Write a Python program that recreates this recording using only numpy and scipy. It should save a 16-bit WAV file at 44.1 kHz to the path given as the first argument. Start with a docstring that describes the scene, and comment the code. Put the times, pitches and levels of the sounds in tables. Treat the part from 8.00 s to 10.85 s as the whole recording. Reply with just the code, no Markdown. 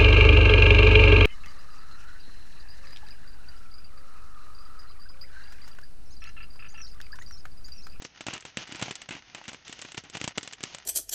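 """An irregular crackle of small hand-held fireworks pops outdoors at night, a few metres from a small microphone.
Each pop is a pressure spike with a low thump, close reflections and a short scatter from things nearby.
Showers of sparks, made of coloured grains and noise, sizzle among the pops.
The burning stick hisses and ticks underneath, over a faint outdoor rumble of low noise."""
import sys
import numpy as np
from scipy import signal
from scipy.fft import rfft, irfft, next_fast_len
from scipy.io import wavfile
from scipy.ndimage import uniform_filter1d, map_coordinates

SR = 44100
rng = np.random.default_rng(int(sys.argv[2]) if len(sys.argv) > 2 else 0)


def wrap_up_sound(samples):
    """Save the sound to the file named by the first command line argument, as 16-bit audio."""
    columns = np.atleast_2d(samples).T
    # keep every value between -1 and 1, then stretch to whole-number steps
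    tamed = np.clip(columns, -1, 1)
    steps = np.round(tamed * 32767).astype(np.int16)
    wavfile.write(sys.argv[1], SR, steps)


N = 125685


def amp(db):
    """Decibels to gain."""
    return 10 ** (np.asarray(db) / 20)


def unit(x):
    """Scale to rms 1."""
    return x / np.sqrt(np.mean(x ** 2) + 1e-20)


def unit_energy(x):
    """Scale to energy 1."""
    return x / (np.linalg.norm(x) + 1e-20)


def along(points, hz):
    """Interpolate (f/Hz, value) points on a log frequency axis."""
    f, value = np.transpose(points)
    return np.interp(np.log(hz + 1), np.log(f + 1), value)


def wobble(knots_per_s):
    """A smooth random curve through normally distributed knots."""
    knots = rng.standard_normal(int(N * knots_per_s / SR) + 4)
    return map_coordinates(knots, [np.arange(N) * knots_per_s / SR])


def coloured(x, points):
    """Filter x with the gains of (f/Hz, level/dB) points, leaving its phase alone."""
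    m = next_fast_len(N + SR // 4)
    gain = amp(along(points, np.fft.rfftfreq(m, 1 / SR)))
    return irfft(rfft(x, m) * gain, m)[:N]


def resonance(f, hz, width):
    """Complex response of one resonance, 1 at its centre."""
    return 1j * f * width / (hz ** 2 - f ** 2 + 1j * f * width)


def causal(gain):
    """The spectrum of the sharpest causal pulse that has these gains (minimum phase)."""
    cepstrum = irfft(np.log(gain))
    half = len(cepstrum) // 2
    # fold the second half of the cepstrum onto the first
    cepstrum[1:half] *= 2
    cepstrum[half + 1:] = 0
    return np.exp(rfft(cepstrum))


def evened(spectrum, bins=61):
    """Reflections keep their fine ripple but add no broad colour."""
    power = uniform_filter1d(np.abs(spectrum) ** 2, bins)
    return spectrum / causal(np.sqrt(np.abs(power) + 1e-9))


def pulse(points, treble_db=0, body_db=0, size=2048):
    """A sharp pulse with this spectrum, its treble and body raised or lowered."""
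    # how much of the treble setting each frequency takes: f/Hz, share [0-1]
    treble_shelf = [(2600, 0), (5000, 1)]
    # how much of the body setting each frequency takes: f/Hz, share [0-1]
    body_bell = [(380, 0), (600, 1), (950, 1), (1700, 0)]
    hz = np.fft.rfftfreq(size, 1 / SR)
    level_db = along(points, hz) + treble_db * along(treble_shelf, hz) + body_db * along(body_bell, hz)
    return irfft(causal(amp(level_db)))


def add(track, s, sound):
    """Mix a sound into the track at time s."""
    i = max(0, round(s * SR))
    part = track[i:i + len(sound)]
    part += sound[:len(part)]


def sparks(per_s, spread_db):
    """Random impulses of uneven size and either sign."""
    size = amp(spread_db * np.minimum(rng.exponential(size=N), 3))
    fires = rng.random(N) < per_s / SR
    return fires * size * rng.choice([-1, 1], N)


def scatter(size=2048):
    """Dense reflections from things nearby: a short flurry of noise with a weaker, longer tail."""
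    rise_s, flurry_t60_s = 0.00042, 0.027
    tail_db, tail_t60_s = -16, 0.084  # from further away
    t = np.arange(size) / SR
    decay = amp(-60 * t / flurry_t60_s) + amp(tail_db - 60 * t / tail_t60_s)
    rise = 1 - np.exp(-t / rise_s)
    return unit_energy(rng.standard_normal(size) * rise * decay)


def night_air():
    """A faint outdoor rumble: steady noise with a low-frequency colour."""
    # colour of the rumble: f/Hz, level/dB
    rumble_colour = [(20, -5), (45, 4.5), (110, 3.5), (250, -8), (700, -32.5)]
    return amp(-70) * unit(coloured(rng.standard_normal(N), rumble_colour))


def burning():
    """The stick hisses unevenly and spits scattered ticks, both following one level curve."""
    # colour of hiss and ticks: f/Hz, level/dB
    hiss_colour = [(40, -18.5), (130, -0.5), (260, 3), (480, -2), (750, -1.5), (1100, -1.5), (2000, 2.5),
                   (2850, 1.5), (4500, -3), (6500, -2), (7200, -30.5), (9000, -61.5)]
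    # level of hiss and ticks over time, with a brief dropout near 2.34 s: t/s, level/dB
    level_curve = [(0.0, -55), (0.31, -56), (0.44, -55.5), (0.65, -55), (0.75, -45), (0.98, -51.5),
                   (1.16, -55.5), (1.4, -53.5), (1.58, -53.5), (1.78, -57.5), (2.18, -54), (2.32, -48.5),
                   (2.339, -62), (2.358, -48.5), (2.53, -52.5), (2.85, -54.5)]
    hiss_db, waver_db, tick_db = -4.5, 2.1, -4.5  # hiss and ticks are set against the level curve
    hiss = unit(coloured(rng.standard_normal(N), hiss_colour))
    hiss *= amp(hiss_db + waver_db * wobble(knots_per_s=24.17))

    tick = scatter()
    tick[0] += 1  # the direct click
    ticks = signal.fftconvolve(sparks(per_s=260, spread_db=9), tick)[:N]
    ticks = amp(tick_db) * unit(coloured(ticks, hiss_colour))

    level_db = np.interp(np.arange(N) / SR, *np.transpose(level_curve))
    return amp(level_db) * (hiss + ticks)


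def yard(x, count=12):
    """The outdoor echo: noise tails that die at a rate set by frequency, a new one for each stretch of pops."""
    # decay time of the echo: f/Hz, t60/s
    echo_t60 = [(100, 0.11), (1000, 0.055), (3000, 0.047), (8000, 0.042)]
    out = np.zeros(N)
    for part in np.array_split(np.arange(N), count):
        hz, t, bands = signal.stft(rng.standard_normal(SR // 2), SR, nperseg=256)
        decay = amp(-60 * t / along(echo_t60, hz)[:, None])
        tail = signal.istft(bands * decay, SR, nperseg=256)[1]
        add(out, part[0] / SR, signal.fftconvolve(x[part], unit_energy(tail)))
    return out


def showers():
    """Tiny spark impulses and noise, coloured, swell quickly, fade or grow for a while and then die."""
    # spark showers: start t/s, length/s, level before the envelope/dB, fade/(dB per s, negative grows), treble/dB
    shower_list = [(0.042, 0.0086, -42, 187, 15), (0.206, 0.022, -49, 99, -0.5),
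                   (0.263, 0.061, -42.3, 63, -2), (0.327, 0.035, -38, 60, -8.5), (0.457, 0.04, -48, 87, -1),
                   (0.577, 0.057, -40.5, 56, -3.5), (0.693, 0.11, -53.5, -27, -9.5),
                   (0.827, 0.067, -42.5, 5, -2), (1.109, 0.027, -42, 15, -10), (1.139, 0.046, -46, 72, -4),
                   (1.35, 0.047, -50, 24, -6), (1.479, 0.006, -38.5, 107, -3), (1.5, 0.067, -57, 13, 1),
                   (1.646, 0.13, -51.5, 18, 0.5), (1.781, 0.13, -52.5, -3, 0.5),
                   (1.97, 0.0052, -34, 295, 3), (2.036, 0.034, -52.5, 13.5, -14),
                   (2.131, 0.029, -43.5, 11, 0), (2.196, 0.056, -46.5, 17, 1), (2.416, 0.1, -57.5, 29, 10),
                   (2.635, 0.073, -48, 23, 0), (2.72, 0.021, -50, -7, 1)]
    # colour of the sizzle: f/Hz, level/dB
    sizzle_colour = [(40, -7.5), (120, 2), (280, 2.5), (500, -3), (780, 0.5), (1200, -1), (2000, 0.5),
                     (2900, 4), (4500, -0.5), (6500, 1.5), (9000, -38.5)]
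    attack_s, release_db_per_s, noise_share = 0.0052, 613, 0.75  # noise against grains of rms 1
    age = np.arange(SR // 4) / SR
    out = np.zeros(N)
    for s, length, db, fade, treble_db in shower_list:
        level_db = db - fade * np.minimum(age, length) - release_db_per_s * np.maximum(age - length, 0)
        grains = unit(sparks(per_s=1600, spread_db=3.5)[:len(age)])
        grains = grains + noise_share * rng.standard_normal(len(age))
        sizzle = unit(signal.fftconvolve(grains, pulse(sizzle_colour, treble_db))[:len(age)])
        swell = np.clip(age / attack_s, 0, 1)
        add(out, s, swell * amp(level_db) * sizzle)
    return out


def pop_paths(scatter_db, size):
    """Spectrum of a spike's routes: a weakened direct spike, near reflections and scatter."""
    direct_cut = 0.48
    near_count, near_max_s, near_gain = 4, 0.0016, 0.34  # off the hand and body
    spikes = np.zeros(size // 2)
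    spikes[0] = 1 - direct_cut
    near = (rng.uniform(0.14, 1, size=near_count) * near_max_s * SR).astype(int)
    spikes[near] += near_gain * rng.choice([-1, 1], size=near_count)
    return evened(rfft(unit_energy(spikes) + amp(scatter_db) * scatter(), size))


def pops(crack_db=3.0, thump_db=-1.83, size=4096):
    """Each charge sends a reflected, scattered spike and a low thump, with its own body and hollow tone."""
    # the pops: t/s, crack level/dB, thump level/dB, body/dB, treble/dB, scatter over the spikes/dB,
    # hollow tone f/Hz; crack_db and thump_db are added to the two levels
    pop_list = [(0.0211, -18.5, -22, 5, 4, 16, 270), (0.0498, -11.5, -18, 1.5, -7, 4, 360),
                (0.208, -10, -20.5, 1, -5.5, 3, 310), (0.2666, -8.5, -12.5, 4.5, 1, 9, 790),
                (0.2814, -22, -18.5, 1, -8, -11, 750), (0.2847, -6.5, -6, 0, -20.5, 1.5, 750),
                (0.3066, -11, -29, -2, -22, 19, 320), (0.3354, -12.5, -15, 0, 7.5, 17.5, 140),
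                (0.379, -17.5, -29, 4, -2.5, -7, 840), (0.4060, -35.5, -50, -1, 19, 14, 920),
                (0.4243, -19.5, -39.5, -7, -8, 3, 670), (0.4520, -13, -18, 1, -2, 6.5, 810),
                (0.572, -1.5, -7, -2.5, -4, -3.5, 211), (0.6742, -20.5, -52, 2, -1.5, 5, 1090),
                (0.6933, -25.5, -22, 0.5, -5, 9, 280), (0.7233, -12.5, -15.5, -4, -1.5, -4, 290),
                (0.751, -15, -19.5, 1, -15.5, -16, 290), (0.7571, -18.5, -44, -3, 4, 5, 160),
                (0.796, -13.5, -24, 3.5, -3.5, 1, 780), (0.815, -9, -18.5, 3, -4.5, -2, 200),
                (0.8243, -15.5, -5.5, 1, 1, -15, 140), (0.8260, -2.5, -20.5, 5.5, -1.5, -2, 140),
                (0.859, -18, -24, 4, -22, -3, 710), (0.8825, -13, -12.5, 1.5, -26, -6, 720),
                (0.9098, -7, -10.5, -1.5, -2.5, 6, 410), (0.9547, -15, -42, -9, 8, -2.5, 290),
                (1.017, -14.5, -39, -3, 1, 7, 690), (1.0888, -18, -25, 4, -7.5, -9.5, 140),
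                (1.0903, -10.5, -19.5, -1.5, -4, 6, 160), (1.1077, -7, -15, -9, -9, 11, 200),
                (1.1244, -14, -33, -10, -5, -7, 950), (1.1513, -13, -18.5, -12, -19, -7, 280),
                (1.166, -18, -26, 1, -19, -5, 560), (1.3481, -10, -18, 0.5, -3, 1.5, 290),
                (1.3805, -21.5, -31, 5, -9, 10, 780), (1.4143, -22.5, -30, 10.5, -28, -7, 880),
                (1.4402, -20, -48, -6, -7, 0, 220), (1.454, -19, -49, -7, -8.5, 4, 1030),
                (1.4809, -12.5, -19.5, -2.5, -1.5, -4.5, 200), (1.4903, -12.5, -22, -0.5, -1, 2, 1010),
                (1.517, -22, -26, 4, -16, 4, 270), (1.5317, -19, -24, 6, 2, 3.5, 270),
                (1.546, -16.5, -22.5, 5, -9, -12, 270), (1.68, -16.5, -32.5, -9, 0.5, 4, 430),
                (1.6956, -18, -19.5, -6, -2.5, 12, 240), (1.7264, -12, -43, -2.5, 0.5, 5, 970),
                (1.792, -15, -21.5, -0.5, -4, -3, 1000), (1.8161, -21.5, -40, -1, 12.5, 4, 1120),
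                (1.8220, -13, -38, -0.5, -3, -1, 1140), (1.8497, -13.5, -20, 1, -10, 7.5, 240),
                (1.8879, -20, -29, 0, -13, -5, 840), (1.9196, -16, -34, -2, 1.5, -1, 880),
                (1.9452, -13.5, -23.5, 0, -6, 7.5, 320), (1.977, -9, -23, -0.5, -10.5, -4, 655),
                (1.9792, -9, -12, 2, -3.5, -3, 154), (2.038, -33.5, -24.5, -2.5, 9.5, 15, 430),
                (2.099, -23, -28, 1, 7, 0, 400), (2.1465, -13, -48, 1, -12.5, 5, 140),
                (2.152, -8, -15, 4, -7, 2.5, 140), (2.1704, -11.5, -18, 4.5, -0.5, -1.5, 170),
                (2.1754, -15.5, -32, -1, -1.5, 0, 140), (2.2145, -4.5, -10, -2, -5.5, -10.5, 300),
                (2.241, -6.5, -24, -3.5, -1, 6, 150), (2.2427, -8.5, -8.5, 2.5, 1.5, -1, 150),
                (2.2775, -6.5, -6.5, 1.5, 2.5, -2, 980), (2.2829, -24.5, -23.5, -10, 14, -3.5, 140),
                (2.3092, -20.5, -47, 2, -13, -2, 990), (2.3763, -13.5, -7.5, 2.5, 9.5, 11.5, 430),
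                (2.3812, 0.5, -5, 0, -5, -10, 300), (2.4302, -16.5, -23.5, 1, 7.5, 5, 300),
                (2.448, -23.5, -26, 0, -4, 9, 480), (2.476, -12.5, -20.5, 0.5, 1.5, -4, 1000),
                (2.5262, -21.5, -29, 1, 6.5, 8, 990), (2.5339, -12.5, -38, -7, 1.5, -3, 355),
                (2.6068, -17, -24, -1, -6.5, -1, 300), (2.6302, -20, -32.5, 1.5, 10, 16, 400),
                (2.6375, -6.5, -9.5, -3, 4.5, -9.5, 370), (2.7476, -13, -23, 4.5, 5, -1, 150),
                (2.7847, -20, -38, 3.5, 3.5, -8, 690)]
    # colour of the crack: f/Hz, level/dB
    crack_colour = [(60, -42), (200, -10.5), (500, -2), (800, -7), (1300, -1.5), (2000, 1), (2750, 2),
                    (3400, 0.5), (5000, -6), (7000, -2.5), (9000, -2)]
    # colour of the thump: f/Hz, level/dB
    thump_colour = [(30, -22), (60, -8), (120, 2), (170, 1), (320, 1), (500, -8.5), (900, -7.5),
                    (2500, -23)]
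    out, f = np.zeros(N), np.fft.rfftfreq(size, 1 / SR)
    crack_norm = np.linalg.norm(pulse(crack_colour))
    thump_norm = np.linalg.norm(pulse(thump_colour))
    for s, level_db, low_db, body_db, treble_db, scatter_db, hollow_hz in pop_list:
        paths = pop_paths(scatter_db, size)
        crack = paths * rfft(pulse(crack_colour, treble_db, body_db), size) / crack_norm
        thump = rfft(pulse(thump_colour, 0, body_db), size) / thump_norm
        pop = amp(level_db + crack_db) * crack + amp(low_db + thump_db) * thump
        hollow = 1 + resonance(f, hollow_hz, width=84)  # a resonance 84 Hz wide, narrow at the higher tones
        add(out, s, -irfft(pop * hollow))
    return out


def scene():
    """Pops with their echo, spark showers, the burning stick and the night air."""
    bangs = pops()
    echo = amp(-21) * yard(bangs)
    return (bangs + echo + showers() + burning() + night_air())[None]


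def record(dry):
    """The small microphone rings a little, smears and rounds off spikes, and keeps nothing above its band limit."""
    # resonances of the microphone's case: f/Hz, width/Hz, gain [linear]
    case_modes = [(740, 110, 0.31), (2830, 370, 0.21)]
    # roll-off at the top of the band: f/Hz, level/dB
    top_edge = [(6900, 0), (7600, 0.5), (8300, -10), (9000, -33)]
    top_hz, overload_db = 9070, -8
    port_hz, port_q = 3300, 2.2
    m = next_fast_len(N + SR // 4)
    f = np.fft.rfftfreq(m, 1 / SR)
    in_band = f < top_hz
    case = 1 + sum(gain * resonance(f, hz, width) for hz, width, gain in case_modes)
    # the port is an all-pass: it delays the band around port_hz and so smears each spike
    port = port_hz ** 2 - f ** 2 + 1j * f * port_hz / port_q
    smear = np.conj(port) / port
    x = irfft(rfft(dry[0], m) * case * smear * in_band, m)[:N]
    x = x / (1 + (x / amp(overload_db)) ** 4) ** .25  # soft overload
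    return irfft(rfft(coloured(x, top_edge), m) * in_band, m)[None, :N]


dry = scene()
out = record(dry)
wrap_up_sound(out)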